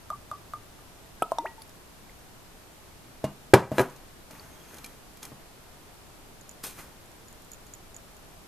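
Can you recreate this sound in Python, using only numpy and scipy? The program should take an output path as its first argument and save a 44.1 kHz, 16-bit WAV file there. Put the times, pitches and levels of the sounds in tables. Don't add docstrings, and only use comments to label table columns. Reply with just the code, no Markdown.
import sys
import numpy as np
from scipy import signal
from scipy.fft import rfft, irfft
from scipy.io import wavfile
from scipy.ndimage import uniform_filter1d, minimum_filter1d

SR = 44100
rng = np.random.default_rng(int(sys.argv[2]) if len(sys.argv) > 2 else 0)


def pcm_store(signal):
    levels = np.round(np.clip(np.atleast_2d(signal), -1, 1) * 32767)
    wavfile.write(sys.argv[1], SR, levels.astype(np.int16).T)


def undo_db(level):
    steps = np.asarray(level, float) / 20
    return 10 ** steps


N = 373527


def rms_one(x):
    return x / np.sqrt(np.mean(x ** 2) + 1e-20)


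def at_hz(points, hz):
    point_hz, value = np.transpose(points)
    return np.interp(np.log(hz), np.log(point_hz), value)


def butter(x, order, hz, kind="low"):
    return signal.sosfilt(signal.butter(order, hz, kind, fs=SR, output="sos"), x)


def coloured(x, gain):
    hz = np.maximum(np.fft.rfftfreq(N, 1 / SR), 1)
    return irfft(rfft(x) * gain(hz), N)


def clicks(times, heights):
    out = np.full(N, 1e-18)
    np.add.at(out, (np.asarray(times) * SR).astype(int), heights)
    return out


def ring(drive, hz, t60):
    r = undo_db(-60 / (t60 * SR))
    w = 2 * np.pi * hz / SR
    return signal.lfilter([0, np.sin(w)], [1, -2 * r * np.cos(w), r * r], drive)


def bursts(times, levels_db, t60, noise=None):
    out = np.zeros(N + SR)
    age = np.arange(SR // 3) / SR
    for s, db in zip(times, levels_db):
        add(out, s, undo_db(db - 60 * age / t60))
    return out[:N] * (rng.standard_normal(N) if noise is None else noise)


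def swell(top_s, db, rise_db_per_s, fall_db_per_s):
    late = np.arange(N) / SR - top_s
    return undo_db(db + np.where(late < 0, rise_db_per_s, -fall_db_per_s) * late)


def add(out, s, wave):
    start = int(s * SR)
    out[start:start + len(wave)] += wave


# f/Hz, level/dB per Hz (relative)
ROOM_TONE = [(12, -5), (20, 1), (66, -6.5), (135, -6.5), (205, -9), (398, -10.5), (555, -13.5), (620, -12),
             (674, -12), (1270, -16.5), (1880, -20), (6530, -25), (10800, -26), (13800, -24.5),
             (15000, -50)]
# f/Hz, likeness (0 to 1)
LIKENESS = [(60, 0.77), (180, 0.4), (540, 0.4), (1620, 0.17), (4860, 0.048), (14600, -0.0)]


def room_tone():
    def colour(hz):
        return undo_db(at_hz(ROOM_TONE, hz))

    def alike(hz):
        return np.clip(at_hz(LIKENESS, hz), 0, .99)

    mid = coloured(rng.standard_normal(N), lambda hz: colour(hz) * np.sqrt(1 + alike(hz)))
    side = coloured(rng.standard_normal(N), lambda hz: colour(hz) * np.sqrt(1 - alike(hz)))
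    mid_rms = np.sqrt(np.mean(mid ** 2))
    return undo_db(-52) * np.array([mid + side, mid - side]) / mid_rms


# top t/s, level/dB, rise/dB per s, fall/dB per s
RUMBLE = [(.136, -54, 77, 19), (.548, -54.5, 70, 140), (4.3, -58, 28, 15)]


def rumble():
    level = np.max([swell(*row) for row in RUMBLE], axis=0)
    return level * rms_one(butter(rng.standard_normal(N), 2, [60, 130], "band"))


# f/Hz, level/dB, t60/s
ROOM = [(152, -15, 0.36), (380, -24, 0.16), (950, -17.5, 0.31), (2500, -27.5, 0.34), (6000, -24, 0.4),
        (11000, -48, 0.24)]


def room(x):
    age = np.arange(SR // 3) / SR
    answer = 0
    for hz, db, t60 in ROOM:
        tail = butter(rng.standard_normal((3, len(age))), 1, [hz / 1.3, hz * 1.5], "band")
        tail = tail * undo_db(-60 * age / t60) * np.minimum(1, age / 0.018)
        answer = answer + undo_db(db) * tail * np.sqrt(3 * hz / 11000 / np.sum(tail ** 2))
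    shared, own = answer[0], answer[1:]
    return signal.fftconvolve(x[None], shared + 0.16 * own, axes=1)[:, :N]


def breadth(x, db, hz):
    paths = rng.standard_normal(200) * np.exp(-np.arange(200) / 60)
    side = signal.lfilter(paths / np.linalg.norm(paths), 1, x)
    return undo_db(db) * butter(side, 1, hz, "high") * [[1], [-1]]


# f/Hz, width/Hz, level/dB
BOTTLE = [(2386, 59, -0.5), (3250, 24, -3), (4170, 130, -9), (5270, 120, -10), (6400, 100, -3),
          (8750, 60, -23), (10200, 370, -10)]


def bottle_glass(drive):
    out = 0
    for hz, width, db in BOTTLE:
        r = np.exp(-np.pi * width / SR)
        poles = [1, -2 * r * np.cos(2 * np.pi * hz / SR), r * r]
        out = out + undo_db(db) * signal.lfilter([(1 - r * r) / 2, 0, (r * r - 1) / 2], poles, drive)
    return out


# t/s, length/s, f/Hz, level/dB
SQUEAKS = [(4.3, 0.6, 6400, -68), (4.531, 0.2, 3250, -64), (6.637, 0.071, 8750, -49)]


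def squeaks():
    out = np.zeros(N)
    for s, length, hz, db in SQUEAKS:
        tone = rms_one(ring(rng.standard_normal(SR), hz, 0.068))[-int(length * SR):]
        add(out, s, undo_db(db) * tone * np.sqrt(np.hanning(len(tone))))
    return out


# f/Hz, level/dB per Hz (relative)
RUB_COLOUR = [(88, -33), (150, 9.5), (728, 2), (818, 6), (11200, 4.5), (14200, 9.5), (15000, -31)]
# full-strength t/s, level/dB, rise/dB per s, fall/dB per s, added lows/dB
STROKES = [(3.817, -35.5, 203, 900, 12), (3.775, -62, 300, 900, 2), (3.835, -53.5, 900, 92, 15.5),
           (4.308, -56, 1700, 27, 12.5), (4.74, -56, 161, 76, 11), (4.844, -57, 1502, 260, 9),
           (5.228, -47.5, 1500, 200, 9.5), (6.639, -35, 2500, 191, 2.5), (6.788, -47, 800, 167, 11.5)]


def rubbing():
    grains = rng.standard_normal(N) * undo_db(3.5 * np.minimum(rng.exponential(1, N), 4))
    grains = rms_one(coloured(grains, lambda hz: undo_db(at_hz(RUB_COLOUR, hz))))
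    low = butter(grains, 2, 2000)
    levels = [swell(*row[:-1]) for row in STROKES]
    level = sum(levels)
    low_level = sum(gain * undo_db(row[-1]) for gain, row in zip(levels, STROKES))
    wall = bottle_glass(level * undo_db(3) * grains)
    return level * (grains - low) + low_level * low + wall


# t/s, level/dB (relative)
CHATTER = [(3.899, -40), (3.962, -38), (4.3096, -34.5), (4.743, -33.5), (4.769, -37), (4.784, -33),
           (4.844, -25.5), (4.861, -32.5), (5.1714, -38), (5.2298, -26), (5.252, -27)]


def chatter():
    s, db = np.transpose(CHATTER)
    bright = butter(bursts(s, db - 9.5, t60=0.031), 2, 2200, "high")
    return bright + undo_db(13.0) * bottle_glass(bright)


# f/Hz, level/dB per Hz (relative)
RATTLE = [(60, -3), (150, -0.5), (400, 2), (1000, -1), (2000, -13.5), (4000, -25), (8000, -34),
          (15000, -34)]


def knocks(rows, modes, share_db, crack_db, crack_t60, rattle_db, rattle_t60):
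    s, db, bright_hz = np.transpose(rows)
    dishes = rms_one(coloured(rng.standard_normal(N), lambda hz: undo_db(at_hz(RATTLE, hz))))
    rattle = bursts(s + 0.001, db + rattle_db, rattle_t60, dishes)
    drive = 0
    for at_s, blow_db, hz in rows:
        r = np.exp(-2 * np.pi * hz / SR)
        click = clicks([at_s], undo_db(blow_db + share_db))
        drive = drive + signal.lfilter([(1 - r) ** 2], [1, -2 * r, r * r], click)
    crack = bursts(s, db + crack_db + 13 * np.log2(bright_hz / 1000), crack_t60)
    body = 0
    for k, (hz, level_db, t60) in enumerate(modes):
        sign = 1 if 350 < hz < 660 else (-1) ** k
        body = body + sign * undo_db(level_db) * ring(drive, hz, t60)
    return signal.lfilter([1 - .6], [1, -.6], crack) + rattle + body


# t/s, level/dB (relative), brightness f/Hz
LIGHT_KNOCKS = [(3.239, -30, 500), (3.2415, -13, 840), (3.495, -50, 900), (3.7165, -9.5, 580),
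                (4.308, -43, 1300), (5.318, -28, 250), (6.41, -40, 300), (6.612, -56, 1500)]
HEAVY_KNOCKS = [(3.5352, 11, 790), (3.5379, 6, 3120), (3.5442, 3, 910), (3.782, -8.5, 2500),
                (3.788, -15, 1500), (3.794, -6, 1970), (3.802, -6, 1160)]
# f/Hz, level/dB, t60/s
EDGE_MODES = [(143, -10, 0.13), (200, -17, 0.23), (300, -7.5, 0.05), (500, 0, 0.014), (624, 0.0, 0.072),
              (1070, -17.5, 0.13), (1550, -30, .05), (2840, -10.5, 0.24), (4330, -30, .06)]
TABLE_MODES = [(130, -7, 0.057), (186, -15.5, 0.17), (320, -16.5, 0.13), (387, -1.5, 0.1),
               (526, 1.5, 0.046), (700, -4, 0.048), (805, -6, 0.035), (955, -4, 0.061), (1275, -4, 0.023),
               (1650, 0.5, 0.031), (1963, -5.5, 0.037), (2374, -3.5, 0.03), (2780, -5.5, 0.0235),
               (4000, -5, 0.028)]


def table():
    light = knocks(LIGHT_KNOCKS, EDGE_MODES, share_db=-2.5, crack_db=-14, crack_t60=0.077,
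                   rattle_db=-25.0, rattle_t60=0.22)
    heavy = knocks(HEAVY_KNOCKS, TABLE_MODES, share_db=-5.5, crack_db=-28.0, crack_t60=0.046,
                   rattle_db=-24.5, rattle_t60=0.2)
    return light + heavy


# t/s, level/dB (relative), edge level/dB added to it
ICE = [(6.4118, -37.5, -4), (6.4931, -27.5, -6), (6.5124, -39, -7), (7.0594, -46, -5), (7.1162, -46, -1),
       (7.2838, -38, -9), (7.327, -43.5, 4.5), (7.42, -49, 8), (7.447, -46, -2), (7.5173, -31, -3.5),
       (7.5336, -33, -13), (7.5444, -42, -8), (7.667, -40, -4), (7.7375, -25, -15), (7.75, -37, -12),
       (7.9447, -35, -17), (7.965, -30, -10), (8.1673, -42, -6)]
# f/Hz, level/dB (relative), t60/s
GLASS = [(6880, -1.5, 0.025), (6700, -23, 0.018), (7570, -12, 0.0092), (13700, -12, .015)]


def ice():
    swirl_from_s, swirl_to_s = 6.5, 8.3
    faint = [(swirl_from_s + (swirl_to_s - swirl_from_s) * when, -51 - 5 * soft, -5)
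             for when, soft in rng.random((8, 2))]
    s, db, edge_db = np.transpose(list(ICE) + faint)
    strength = undo_db(2.5 * rng.standard_normal((len(s), len(GLASS))))
    rings = 0
    for k, (hz, level_db, t60) in enumerate(GLASS):
        rings = rings + ring(clicks(s, undo_db(db + level_db - 6.5) * strength[:, k]), hz, t60)
    edges = bursts(s, db + edge_db, t60=.008)
    return rings + butter(edges, 2, 5500, "high")


def air_ring(db, hz, t60, swell_s):
    age = np.arange(int(t60 * SR)) / SR
    onset = (1 - np.exp(-age / swell_s)) ** 2
    return -onset * undo_db(db - 60 * age / t60) * np.sin(2 * np.pi * hz * age)


def gliding(pitch_hz, level_db):
    part = np.linspace(0, 1, len(pitch_hz))
    ends = np.minimum(1, 12 * np.minimum(part, 1 - part))
    return ends * undo_db(level_db) * np.sin(2 * np.pi * np.cumsum(pitch_hz) / SR)


def pocket(length, hz, rise, db, fade_db, bend):
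    part = np.linspace(0, 1, int(length * SR))
    return gliding(hz * rise ** (part ** bend), db - fade_db * part)


# t/s, level/dB, f/Hz, t60/s
BUBBLES = [(1.198, -48, 1590, 0.076), (1.2202, -36, 200, 0.019), (1.222, -21.5, 310, .025),
           (1.232, -37, 440, 0.068), (1.223, -23.5, 2520, 0.01), (1.2223, -15.5, 1298, 0.054),
           (1.226, -32, 960, .07), (1.318, -43, 9050, 0.037), (1.3187, -13.5, 666, 0.031),
           (1.321, -31.5, 1050, .09), (1.385, -27, 3640, 0.016), (1.385, -28, 5600, 0.014),
           (1.385, -34.5, 8340, 0.015), (1.387, -20.5, 935, .1), (1.387, -51, 2000, 0.11),
           (1.457, -35.5, 912, 0.15), (1.459, -38, 380, 0.095), (1.461, -39, 1920, 0.18),
           (1.578, -41, 895, 0.12), (1.619, -37, 4600, 0.014), (1.619, -43, 3600, .022),
           (1.62, -42.5, 11000, .038), (2.095, -40.5, 2090, .016), (4.396, -37, 4540, 0.019)]
# t/s, first f/Hz, level/dB
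CHIRPS = [(1.225, 2720, -35.5), (1.2225, 7300, -36), (1.2225, 9400, -33.5)]


def bubbles():
    out = np.zeros(N)
    for s, db, hz, t60 in BUBBLES:
        add(out, s, air_ring(db, hz, t60, swell_s=0.01 * t60))
    for s, hz, db in CHIRPS:
        add(out, s, pocket(0.0088, hz, rise=1.35, db=db, fade_db=9.5, bend=0.85))
    return out


# t/s, f/Hz, level/dB
GURGLE = [(1.388, 289, -39), (1.42, 320, -47), (1.44, 436, -45.5), (1.454, 700, -26.5), (1.459, 1550, -31),
          (1.466, 2280, -40), (1.478, 3530, -46)]


def gurgle():
    out = np.zeros(N)
    s, hz, db = np.transpose(GURGLE)
    now = np.arange(s[0], s[-1], 1 / SR)
    pitch_hz = np.exp(np.interp(now, s, np.log(hz)))
    add(out, s[0], gliding(pitch_hz, np.interp(now, s, db)))
    return out


# t/s, level/dB, f/Hz
GULPS = [(1.2212, -4.5, 724), (1.3189, -11, 950), (1.3847, -8, 857), (1.4565, -19.5, 730)]


def gulps():
    out = np.zeros(N)
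    for s, db, hz in GULPS:
        add(out, s, air_ring(db, hz, t60=0.011, swell_s=0.00047))
    return out


# t/s, level/dB, climb/s
GLUGS = [(.1024, -22.5, .027), (0.3141, -25, .0225), (0.5357, -25, .007), (.79, -48.5, .007)]


def glugs():
    out = np.zeros(N)
    neck_swell_s, climb_from_hz, climb_to_hz = 0.00031, 600, 1150
    for s, db, climb_s in GLUGS:
        add(out, s, air_ring(db, 1205, t60=0.069, swell_s=neck_swell_s))
        add(out, s, air_ring(db - 19.5, 3600, t60=0.015, swell_s=neck_swell_s))
        add(out, s, pocket(climb_s, climb_from_hz, climb_to_hz / climb_from_hz, db - 18,
                           fade_db=2.5, bend=2.4))
        again_db = db - 14.5 + 400 * climb_s
        add(out, s + climb_s, air_ring(again_db, 1167, t60=0.066, swell_s=0.0014))
    return out


# t/s, level/dB
DRIPS = [(1.62, -38), (1.6771, -46), (1.694, -42)]


def film_snaps():
    glug_snaps = [(s, db - 15.5) for s, db, _ in GLUGS]
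    gulp_snaps = [(s + 0.00091, db - 27.5) for s, db, _ in GULPS]
    s, db = np.transpose(glug_snaps + gulp_snaps + list(DRIPS))
    return butter(bursts(s, db, t60=0.011), 1, 2500, "high")


def scene():
    liquor = bubbles() + gurgle() + gulps() + glugs() + film_snaps()
    close = squeaks() + rubbing() + chatter() + table() + ice() + liquor
    heard = close * undo_db(np.array([[.4], [-.4]])) + breadth(close, db=-5.5, hz=7340) + room(close)
    heard = butter(heard, 3, 78.5, "high")
    return heard + rumble() + room_tone() * undo_db(np.array([[.15], [-.15]]))


def band_limit(x):
    return signal.sosfilt(signal.butter(12, 15180, fs=SR, output="sos"), x)


def record(dry):
    limit_db, ahead_s, release_db_per_s = 2.5, .008, 16
    dry = signal.sosfilt(signal.cheby2(8, 40, 14950, fs=SR, output="sos"), dry)
    peak_db = 20 * np.log10(np.abs(dry).max(axis=0) + 1e-9)
    over_db = np.maximum(peak_db - limit_db, 0)
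    slope = release_db_per_s * np.arange(N) / SR
    held_db = np.maximum.accumulate(over_db + slope) - slope
    ahead = int(ahead_s * SR)
    held_db = -minimum_filter1d(-held_db, size=2 * ahead + 1)
    duck_db = uniform_filter1d(held_db, size=ahead // 2)
    mix = np.clip(dry * undo_db(-duck_db), -1, 1)
    return band_limit(mix)


dry = scene()
out = record(dry)
pcm_store(out)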